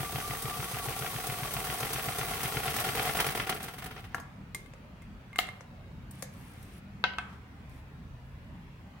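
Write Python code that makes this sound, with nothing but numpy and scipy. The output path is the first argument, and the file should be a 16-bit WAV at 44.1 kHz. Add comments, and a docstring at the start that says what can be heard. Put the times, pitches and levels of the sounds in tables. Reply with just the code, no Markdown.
"""Leather stitching on an old sewing machine

A cast-iron machine speeds up and coasts to a stop: linkage knocks and gear noise ring its iron
and steel resonances, the needle thumps the table and two motor tones waver.
Then a presser lever clicks, a bracelet slides, leather drags and tools knock: shaped noise and decaying modes.
Random-sign echoes make a small room; filtered noise and low tones make the far traffic rumble."""
import sys
import numpy as np
from scipy import signal
from scipy.fft import rfft, irfft, next_fast_len
from scipy.io import wavfile
from scipy.ndimage import uniform_filter1d

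SR = 44100
rng = np.random.default_rng(int(sys.argv[2]) if len(sys.argv) > 2 else 0)


def pcm_store(signal):
    """Save signal as 16-bit PCM."""
    levels = np.round(np.clip(np.atleast_2d(signal), -1, 1) * 32767)
    wavfile.write(sys.argv[1], SR, levels.astype(np.int16).T)


N = 396885
T = np.arange(N) / SR


def amp(db):
    """Decibels to gain."""
    return 10 ** (np.asarray(db) / 20)


def evened(x):
    """Scales to rms 1."""
    return x / np.sqrt(np.mean(x ** 2) + 1e-20)


def white(rows=3):
    """White noise, one independent row per path."""
    return rng.standard_normal((rows, N))


def slow_noise(rows, length, window):
    """Rms-1 noise smoothed twice over window samples."""
    smooth = uniform_filter1d(rng.standard_normal((rows, length)), window)
    return evened(uniform_filter1d(smooth, window))


def read(points, hz):
    """Reads a spectrum table on a log-frequency axis."""
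    f, value = np.transpose(points)
    return np.interp(np.log(hz + 1), np.log(f + 1), value)


def curve(rows, col, outside=-120):
    """Reads one column of a curve at every sample."""
    rows = np.array(rows)
    return np.interp(T, rows[:, 0], rows[:, col], outside, outside)


def filtered(x, gain):
    """Multiplies the spectrum by gain(hz), keeping white noise at the same rms."""
    size = next_fast_len(N + SR)
    g = gain(np.fft.rfftfreq(size, 1 / SR))
    return irfft(rfft(x, size) * g / np.sqrt(np.mean(abs(g) ** 2)), size)[..., :N]


def modes(table, hz):
    """Summed response of resonances (Hz, width, dB)."""
    return sum(amp(db) / (1 + 2j * (hz - f) / width) for f, width, db in table)


CREST_DB = 9  # a noisy blow peaks this far above its envelope


def train(times, dbs):
    """One spike for each blow."""
    out = np.zeros(N)
    at = np.clip((np.asarray(times) * SR).astype(int), 0, N - 1)
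    np.add.at(out, at, amp(np.asarray(dbs) - CREST_DB))
    return out


def bursts(times, dbs, t60_s, rise_s):
    """Envelope of blows that build up with time constant rise_s and die away."""
    r = np.exp(-1 / (rise_s * SR))
    decaying = signal.lfilter([1], [1, -amp(-60 / (t60_s * SR))], train(times, dbs))
    return signal.lfilter([1 - r], [1, -r], decaying)


def knocks(times, dbs, kind, chatter_t60_s):
    """A firm contact, alike every time, then a chatter; only the part below or above 1 kHz."""
    contact = rng.standard_normal((3, 100)) * amp(-60 * T[:100] / .004)
    contact[:, 0] = 20 if kind == "low" else 2  # the low thud is one clean push
    contact /= np.linalg.norm(contact, axis=1)[:, None]
    contact = signal.oaconvolve(train(times, dbs)[None], contact, axes=1)[:, :N]
    chatter = bursts(times, dbs, chatter_t60_s, 0.0012) * white()
    return signal.lfilter(*signal.butter(2, 1000, kind, fs=SR), 7.3 * contact + 1.24 * chatter)


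# one row per stitch at the shuttle tick, last row wheel at rest: (time [s], tick level [dB])
STITCHES = [(-0.032, -39), (0.1227, -25), (0.2747, -24), (0.421, -18), (0.5684, -25), (0.7115, -26),
            (0.853, -22), (0.9892, -20), (1.13, -33), (1.2677, -16), (1.4015, -43), (1.5353, -16),
            (1.669, -34), (1.8013, -18), (1.93, -12), (2.0567, -24), (2.183, -18), (2.3069, -23),
            (2.4304, -12.5), (2.5442, -47), (2.654, -24), (2.7635, -14), (2.865, -36), (2.972, -22),
            (3.072, -33), (3.168, -19), (3.264, -14), (3.372, -24), (3.494, -10.5), (3.628, -22),
            (3.82, -39), (4.181, -68)]
# linkage knocks in every turn: (position [share of a turn], low thud [dB], mid clack [dB], treble [dB],
# thud gain at full force [dB], clack and treble gain at full force [dB])
LINKAGE = [(0.025, -26, -38.5, -72, 9.5, 18.5), (0.236, -26, -25.5, -53, 5.5, 8),
           (0.378, -70, -70, -38, 0, 13), (0.406, -20, -29.5, -60, -8.5, -7),
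           (0.519, -27.5, -25, -31, -5.5, -7.5), (0.596, -30.5, -32.5, -59, -2, -1),
           (0.805, -35, -37, -40, 18.5, 17.5)]
# knocks listed one by one, a few hard ones at speed, most as the wheel coasts:
# (time [s], body level [dB], treble level [dB])
LISTED_KNOCKS = [(2.7986, -40, -16), (3.2, -15, -11), (3.494, -18.5, -30), (3.605, -34.5, -37),
                 (3.639, -33.5, -22), (3.683, -30, -38), (3.737, -35.5, -30), (3.783, -34, -26),
                 (3.823, -33, -36), (3.841, -37.5, -23), (3.86, -32.5, -23), (3.91, -34, -36),
                 (3.964, -35.5, -54), (3.977, -39.5, -53), (3.991, -44, -41), (4.042, -37, -43)]
PLAY_TURN, PLAY_DB = 0.005, 1.3  # spread of each knock from loose joints
COAST_S = 3.59  # from here the slowing wheel's knocks are listed one by one


def linkage():
    """Loose joints knock at set points of each turn: returns body knocks and treble envelope."""
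    tick_s, tick_db = np.transpose(STITCHES[:-1])
    turn_s = np.diff(np.transpose(STITCHES)[0])
    force = curve(DRIVE, 3, outside=0)
    share, thud_db, clack_db, treble_db, grow_db, sharpen_db = np.transpose(LINKAGE)
    play = rng.standard_normal((3, len(tick_s), len(share)))
    loose_s = tick_s[:, None] + turn_s[:, None] * (share + PLAY_TURN * play[0])
    loose_s = np.clip(loose_s, 0, None)
    chance_db = PLAY_DB * play[1] - 40 * (loose_s > COAST_S)
    force_then = force[(loose_s * SR).astype(int)]
    swell_db = grow_db * force_then + chance_db
    bright_db = sharpen_db * force_then + chance_db

    listed_s, listed_db, snap_db = np.transpose(LISTED_KNOCKS)
    body = np.zeros((3, N))
    for level_db, kind in [(thud_db + swell_db, "low"), (clack_db + bright_db, "high")]:
        body += knocks(loose_s.ravel(), level_db.ravel(), kind, 0.03)
        body += knocks(listed_s, listed_db, kind, 0.08)

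    loose_db = treble_db + bright_db + 1.7 * PLAY_DB * play[2]
    times = [*loose_s.ravel(), *tick_s, *listed_s]
    levels = [*loose_db.ravel(), *tick_db, *snap_db]
    return body, bursts(times, levels, 0.016, 0.0043)


def turns_done():
    """Turns of the wheel since the first stitch."""
    return np.interp(T, np.transpose(STITCHES)[0], np.arange(len(STITCHES)))


# (time [s], gear rumble [dB], motor brush hiss [dB], force on the linkage [0-1])
DRIVE = [(0.0, -48, -43, 0), (1.6, -44, -42, 0.32), (2.45, -42.5, -41.5, 0.5), (3.0, -38.5, -40.5, 0.86),
         (3.2, -40, -41, 1), (3.48, -43.5, -51, 0.78), (3.58, -49.5, -51.5, 0.8), (4.05, -62, -67, 0.3),
         (4.2, -56, -92, 0)]
ENGAGE_TURN = 0.79  # load comes on at once
SLACK_TURN = 0.62  # turns after engaging until the linkage runs slack


def running_noise():
    """Gears and brushes chatter with the load, loose pins click: body and treble envelopes."""
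    force = curve(DRIVE, 3, outside=0)
    loaded_turn = (turns_done() - ENGAGE_TURN) % 1
    slack = np.clip((loaded_turn - SLACK_TURN) / 0.27, 0, 1)
    load = (0.4 - 1.08 * slack) * (4.0 + 13.6 * abs(force))  # swings more under force
    grit = evened(uniform_filter1d(white(2), 120))
    pins = amp(2.5 * np.minimum(rng.exponential(1, N), 3)) * (rng.random(N) < 120 / SR)  # 120 per s
    pins = amp(curve(DRIVE, 1) - 4.5) * signal.lfilter([1], [1, -.99], pins)
    rumble_db = curve(DRIVE, 1) - 0.16 - 2.7 * force + 0.57 * load + 0.83 * grit[0]
    brush_db = curve(DRIVE, 2) + 0.2 * load + 0.5 * grit[1]
    return pins + amp(rumble_db), 0.6 * pins + amp(brush_db)


# table top modes: (frequency [Hz], level [dB], t60 [s])
TABLE_MODES = [(130.2, 58, 0.091), (82.5, -21, 0.15)]
THUMP_TURN, THUMP_DB, THUMP_FADE_DB = 0.1554, -32, -5  # landing point; fade applies at full force
SOFT_S, MOTOR_OFF_S = 2.31, 3.45  # one soft stitch; motor stops


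def needle_thumps():
    """The needle lands once a stitch and the table top answers with decaying sines."""
    tick_s = np.transpose(STITCHES[:-1])[0]
    turn_s = np.diff(np.transpose(STITCHES)[0])
    force = curve(DRIVE, 3, outside=0)
    t = T[:SR // 4]
    thud = sum(np.sin(2 * np.pi * hz * t) * amp(db - 60 * t / t60) for hz, db, t60 in TABLE_MODES)
    thud = thud * (1 - np.exp(-t / 0.0036))
    land = (np.clip(tick_s + THUMP_TURN * turn_s, 0, None) * SR).astype(int)
    # slow turns land weakly, more so with the motor off
    momentum_db = 45 * np.log10(np.clip(.155 / turn_s, 0, 1)) - 14 * (tick_s > MOTOR_OFF_S)
    soft_db = -20 * (abs(tick_s - SOFT_S) < .05)
    chance_db = 0.25 * rng.standard_normal(len(tick_s))
    blows = np.zeros(N)
    blows[land] = amp(THUMP_DB + THUMP_FADE_DB * force[land] + momentum_db + soft_db + chance_db)
    return signal.oaconvolve(blows, thud / thud.max())[:N]


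def ringing(x, colour, table, sway_db, window):
    """Broad colour plus resonances that each come and go, smoothed over window samples."""
    live_n = 5 * SR  # resonances act on the first 5 s
    hz = np.fft.rfftfreq(8192, 1 / SR)
    sway = amp(sway_db * slow_noise(len(table), live_n, window) - .115 * sway_db ** 2)
    out = x.copy()
    for gain, (f, width, db) in zip(sway, table):
        r = np.exp(-np.pi * width / SR)
        pole = r * np.exp(2j * np.pi * f / SR)
        ring = signal.lfilter([1 - r], [1, -pole], gain * x[:, :live_n]).real
        out[:, :live_n] += 2 * amp(db) * ring
    broad = amp(read(colour, hz))
    level = np.linalg.norm(broad) / np.linalg.norm(broad * (1 + modes(table, hz)))
    return level * filtered(out, lambda f: amp(read(colour, f)))


# broad colour of the iron body: (frequency [Hz], level [dB])
IRON = [(88, -3.5), (150, 0), (204, -7.5), (596, -7.5), (900, -8), (1150, -5), (1570, -6.5), (3300, -11),
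        (6500, -21), (11000, -120)]
# iron body resonances: (frequency [Hz], width [Hz], level [dB])
IRON_MODES = [(445, 70, 1), (712, 40, 8), (752, 45, 4.5), (1140, 60, -2), (1373, 50, 0), (1980, 280, -5),
              (2600, 350, -3), (3135, 90, 3)]
# colour of ticks and brush hiss: (frequency [Hz], level [dB])
HISS = [(2060, -29), (3500, 2), (5410, 0), (7190, -1.5), (8240, 2), (15200, 1.5), (16200, 1)]
# small steel parts: (frequency [Hz], width [Hz], level [dB])
HISS_MODES = [(8410, 190, -2.5), (9890, 250, 0), (10500, 150, -3.5), (11700, 260, -5), (12760, 260, -1),
              (15760, 170, 4)]


def machine():
    """Knocks and running noise shake the iron body and steel parts; the needle thumps the table."""
    knocked, snaps = linkage()
    body_noise, treble_noise = running_noise()
    body = knocked + body_noise * white()
    treble = (snaps + treble_noise) * white()
    iron = ringing(body, IRON, IRON_MODES, 1.6, window=900)
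    steel = ringing(treble, HISS, HISS_MODES, 5.3, window=500)
    return iron + steel + needle_thumps()


# motor whine: (time [s], high tone [Hz], high level [dB], low level [dB])
WHINE = [(0, 6290, -62, -50.5), (1.7, 6070, -61, -55), (3.3, 6030, -62, -57), (3.45, 5900, -84, -70)]
LOW_SHARE = .186  # low tone / high tone
BELT_STITCHES, BELT_START = 1.595, .3  # stitches per belt turn, start [stitches]
WHINE_WAVER, WHINE_SWING, WHINE_FLICKER_DB = .009, 0.016, 3.5  # pitch depths as shares; level rms


def whine():
    """Two unsteady motor tones that jump up and sag back with each turn of the belt."""
    slow = slow_noise(3, N, 900)
    belt = 2 * np.pi * (turns_done() - BELT_START) / BELT_STITCHES + 1
    swing = np.sin(belt) + 0.53 * np.sin(2 * belt)
    hz = curve(WHINE, 1, outside=6000) * (1 + WHINE_WAVER * slow[0] + WHINE_SWING * swing)
    phase = 2 * np.pi * np.cumsum(hz) / SR
    high = np.sin(phase + np.array([[0], [1.], [2.5]]))  # row phases [rad]
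    high = amp(curve(WHINE, 2) + WHINE_FLICKER_DB * slow[1]) * high
    low = amp(curve(WHINE, 3) + WHINE_FLICKER_DB * slow[2]) * np.sin(LOW_SHARE * phase)
    return np.sqrt(2) * (high + low)


def hits(rows, rings, knock_db, crack_t60_s, dull_hz, crack_hz):
    """Each blow is a dull knock with a rattle, a bright crack and rough decaying modes."""
    out, t = np.zeros((3, N + SR)), T[:SR // 4]
    knock_filter = signal.butter(4, [650, dull_hz], "band", fs=SR, output="sos")
    crack_filter = signal.butter(2, [4000, crack_hz], "band", fs=SR)
    knock_env = amp(-60 * t / 0.0094) + amp(-23 - 60 * t / 0.13)
    crack_env = amp(-60 * t / crack_t60_s) + amp(-28.0 - 60 * t / 0.76)
    push_env = amp(-60 * t / 0.012) + amp(-24 - 60 * t / 0.13)
    for s, blow_db, crack_db, side_db in rows:
        noise = rng.standard_normal((3, 3, len(t)))
        knock = signal.sosfilt(knock_filter, noise[0] * knock_env)
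        sound = amp(blow_db + knock_db) * knock / abs(knock).max()
        sound += amp(crack_db - 4.5) * signal.lfilter(*crack_filter, noise[1]) * crack_env

        push = noise[2] * push_env  # parts chatter, so the rings are rough
        push[:, 0] = 14.  # first contact
        push /= np.linalg.norm(push, axis=1)[:, None]
        ring = np.zeros(len(t))
        for hz, db, t60 in rings:
            level_db = blow_db if hz < 4500 else crack_db
            ring += amp(level_db + db - 12.0 - 60 * t / t60) * np.sin(2 * np.pi * hz * t)
        sound += signal.fftconvolve(push, ring[None], axes=1)[:, :len(t)]
        out[:, int(s * SR):][:, :len(t)] += sound * amp([[0], [side_db], [-side_db]])
    return out[:, :N]


# blows: (time [s], blow level [dB], crack level [dB], scattered sound left +, right - [dB])
# modes: (frequency [Hz], level [dB], t60 [s])
# presser lever
LEVER = [(4.547, -24, -28.5, 0.5), (4.66, -44.5, -62, 7), (5.02, -42, -52.5, -1), (5.33, -37, -56, 1),
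         (5.359, -23.5, -40.5, 0), (5.469, -41, -49, 2), (5.488, -25.5, -47, -1)]  # blow columns
LEVER_MODES = [(1176, -6, 0.045), (2112, 1.5, 0.062), (3640, -13, 0.017), (7100, 5, 0.02),
               (8640, 10, 0.018)]  # mode columns
# presser foot snapping down
FOOT = [(5.3845, -36, -28, 1), (5.3885, -10, -29, 1)]  # blow columns
FOOT_MODES = [(740, -2, .06), (1250, -3, .04), (2120, 2, .04), (2900, 0, .022), (4800, -4, .025),
              (8600, -3, .02)]  # mode columns
# plate
PLATE = [(4.146, -19.5, -31.5, 2), (4.181, -34, -58, 4), (4.2, -36, -40, 1), (6.224, -38, -26.5, 2.5)]  # blow columns
PLATE_MODES = [(480, -2, .03), (750, -3, .03), (1120, -1, .03), (1380, -7, .07), (1650, -3, .03),
               (2820, -12, .03), (6480, -5, .07), (10100, -6, .06), (12400, -6, .06), (14200, -6, .06)]  # mode columns
# tools on the table
TOOL = [(7.040, -9.5, -58, 1.9), (7.136, -32.5, -70, 0.33), (7.185, -19, -31.5, 0.42)]  # blow columns
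TOOL_MODES = [(730, -13.5, 0.16), (990, -11, 0.063), (1325, -1, 0.034), (1540, 0.5, 0.053),
              (2120, -12, 0.086), (2590, -4.5, 0.055), (3230, -13, 0.084)]  # mode columns
# dull taps on the wooden case
TAPS = [(4.736, -41, -49, 3.9), (5.608, -37, -43, 3.4), (6.226, -30, -60, 2.1)]  # blow columns
TAP_MODES = [(540, 4, .045)]  # mode columns


def handled_things():
    """Lever, foot, plate, tools and case: each set of blows rings its own modes."""
    out = hits(LEVER, LEVER_MODES, -5.0, 0.043, 3400, 14000)
    out += hits(FOOT, FOOT_MODES, 0.8, 0.092, 3950, 17000)
    out += hits(PLATE, PLATE_MODES, -0.092, 0.039, 2040, 11200)
    out += hits(TOOL, TOOL_MODES, 0.091, 0.014, 3760, 9900)
    return out + hits(TAPS, TAP_MODES, -0.35, 0.041, 2500, 8400)


# bracelet slides: (start [s], end [s], level [dB])
CHAIN = [(6.11, 6.267, -57), (6.312, 6.807, -57.5), (7.676, 7.82, -63.5)]
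# link resonances: (frequency [Hz], width [Hz], level [dB])
LINKS = [(5930, 80, -13), (8470, 110, -2), (9050, 130, -8), (10700, 240, -2), (12700, 140, -4)]
# single chain taps: (time [s], level [dB])
TINKLES = [(6.11, -26.5), (6.1913, -45), (6.424, -51), (6.508, -51), (6.535, -44), (6.6268, -34)]
SLIDE_EDGE_S, SLIDE_RISE_DB_PER_S = 0.051, 2
SLEEVE_DB = -3.5  # dull brushing of the arm, relative to the slide


def bracelet():
    """Scrape and tiny taps ring the chain links, each link coming and going by itself."""
    slide = np.zeros(N)
    for start, end, db in CHAIN:
        fade = np.clip(np.minimum(T - start, end - T) / SLIDE_EDGE_S + .5, 0, 1) ** 2
        slide += amp(db + SLIDE_RISE_DB_PER_S * (T - end)) * fade
    taps = amp(2.0 * rng.exponential(1, N)) * (rng.random(N) < 110 / SR)  # 110 per s
    grain = 0.84 + 0.48 * evened(signal.lfilter([1], [1, -.98], taps))
    tinkle_s, tinkle_db = np.transpose(TINKLES)
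    drive = (slide * grain + bursts(tinkle_s, tinkle_db, 0.039, .0003)) * white()

    near = slice(6 * SR, 8 * SR)  # links ring only here
    touch = np.zeros((len(LINKS), 1, N))
    touch[:, 0, near] = amp(4.0 * slow_noise(len(LINKS), 2 * SR, 800) - 3.5)
    rings = np.zeros((3, N))
    for gain, (hz, width, db) in zip(touch, LINKS):
        rings += amp(db - 13.0) * gain * filtered(drive, lambda f: modes([(hz, width, 0)], f))
    brush = filtered(slide * white(), lambda f: modes([(2070, 2000, 0)], f))
    scrape = filtered(drive, lambda f: f ** 2 / (f ** 2 + 6000 ** 2))
    return rings + amp(SLEEVE_DB) * brush + amp(-11.0) * scrape


# leather drags over the table: (time [s], level [dB])
RUSTLES = [(7.29, -43), (7.325, -47)]


def rustles():
    """Leather drags: short bursts of dull noise around 1220 Hz that start abruptly and die away."""
    s, db = np.transpose(RUSTLES)
    drag = bursts(s, db, 0.23, 0.0015) * white()
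    return filtered(drag, lambda hz: modes([(1220, 560, 0)], hz))


# soft low thuds through the floor: (time [s], level [dB])
BOOMS = [(3.22, -43), (5.15, -42)]


def booms():
    """Thuds through the floor: 42 Hz under a Gaussian swell."""
    tone = np.sin(2 * np.pi * 42 * T)
    return sum(amp(db) * np.exp(-((T - s) / 0.021) ** 2) * tone for s, db in BOOMS)


def echoes(x, t60_s):
    """A random-sign reflection every 20 samples, different per side; t60_s holds at 4.5 kHz, less above."""
    taps = np.zeros((2, SR // 2))
    at = np.arange(60, SR // 2 - 20, 20) + rng.integers(0, 20, (2, (SR // 2 - 61) // 20))
    np.put_along_axis(taps, at, rng.choice([-1., 1.], at.shape), 1)
    hz, t, z = signal.stft(taps, SR, nperseg=128)
    decay = amp(-60 * t / t60_s * (0.5 + hz[:, None] / 9000))
    tail = signal.istft(z * decay, SR, nperseg=128)[1]
    return signal.oaconvolve(x * np.ones((2, 1)), tail / np.linalg.norm(tail[0]), axes=1)[:, :N]


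# power common to both ports: (frequency [Hz], share [0-1])
DIRECT = [(300, 1), (700, 1), (1500, 0.53), (3000, 0.2), (8000, 0.065)]
# left lead over right: (frequency [Hz], phase [rad])
PORT_PHASE = [(1700, 0), (4000, -3), (6600, -7.2)]
# left over right: (frequency [Hz], level [dB])
PORT_DB = [(180, 2), (550, 0), (4970, 2), (15000, -1)]


def ports(x):
    """Two microphone ports: row 0 reaches both phase-shifted, rows 1 and 2 scatter into one each."""
    size, side = next_fast_len(N + SR), np.array([[.5], [-.5]])
    hz = np.fft.rfftfreq(size, 1 / SR)
    direct, z = np.clip(read(DIRECT, hz), 0, 1), rfft(x, size)
    common = np.sqrt(direct) * np.exp(1j * side * read(PORT_PHASE, hz)) * z[0]
    scattered = np.sqrt(1 - direct) * z[1:]
    return irfft((common + scattered) * amp(side * read(PORT_DB, hz)), size)[:, :N]


# wavering low tones, perhaps far engines: (start [s], end [s], from [Hz], to [Hz], level [dB])
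DRONES = [(5.9, 9.2, 69, 81, -56), (7.3, 8.7, 118, 143, -55), (5.95, 6.38, 122, 136, -53),
          (5.95, 6.55, 194, 200, -57), (6.6, 7.3, 201, 195, -53)]


def drones():
    """Gliding low sines with unsteady pitch swell and fade."""
    out = np.zeros(N)
    for start, end, from_hz, to_hz, db in DRONES:
        way = np.clip((T - start) / (end - start), 0, 1)
        waver = 1 + 0.0121 * evened(uniform_filter1d(rng.standard_normal(N), 3000))
        turns = np.cumsum((from_hz + (to_hz - from_hz) * way) * waver) / SR
        out += amp(db) * np.sin(np.pi * way) ** 0.52 * np.sqrt(2) * np.sin(2 * np.pi * turns)
    return out


# relative spectrum of the room noise: (frequency [Hz], level [dB])
ROOM_TONE = [(22, -49), (38, -4.5), (129, -5.5), (269, -13), (305, -20.5), (482, -24), (844, -23.5),
             (1440, -27), (2450, -30.5), (5390, -44.5), (9000, -51), (15300, -51.5), (16500, -40)]
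# (frequency [Hz], left-right likeness [0-1])
ROOM_SAME = [(60, 0.93), (200, 0.98), (500, 0.67), (1500, 0.011)]
ROOM_DB = -48  # overall rms


def room_tone():
    """Traffic rumble through the walls, faint air and microphone hiss: patchy coloured noise."""
    frames, hz = N // 512 + 5, np.fft.rfftfreq(2048, 1 / SR)
    a, b, c, d, patches = rng.standard_normal((frames, 1025, 5)).T
    patches = evened(uniform_filter1d(uniform_filter1d(patches, 6, 0), 12, 1))
    same = np.clip(read(ROOM_SAME, hz), -1, 1)[:, None]
    left = a + 1j * b
    right = same * left + np.sqrt(1 - same ** 2) * (c + 1j * d)
    z = np.array([left, right]) * amp(read(ROOM_TONE, hz)[:, None] + 2.22 * patches)
    return amp(ROOM_DB) * evened(signal.istft(z, nperseg=2048, noverlap=1536)[1][:, :N])


def scene():
    """Machine, handled things and room."""
    run = machine() + whine()
    handled = handled_things()
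    near = ports(run + handled + bracelet() + rustles())
    far = amp(-8) * echoes(handled[0], 0.33) + amp(-9) * echoes(run[0], 0.15)
    far = signal.lfilter(*signal.butter(2, 250, "high", fs=SR), far)  # little bass in the echoes
    return near + far + booms() + drones() + room_tone()


EDGE_HZ = 15900


def record(dry):
    """Bass roll-off of the microphone, then the band limit of the recorder."""
    rolled = signal.lfilter(*signal.butter(4, 38, "high", fs=SR), dry)
    band_limit = signal.firwin(1023, EDGE_HZ, window=("kaiser", 9), fs=SR)
    return signal.oaconvolve(rolled, band_limit[None], "same")


dry = scene()
out = record(dry)
pcm_store(out)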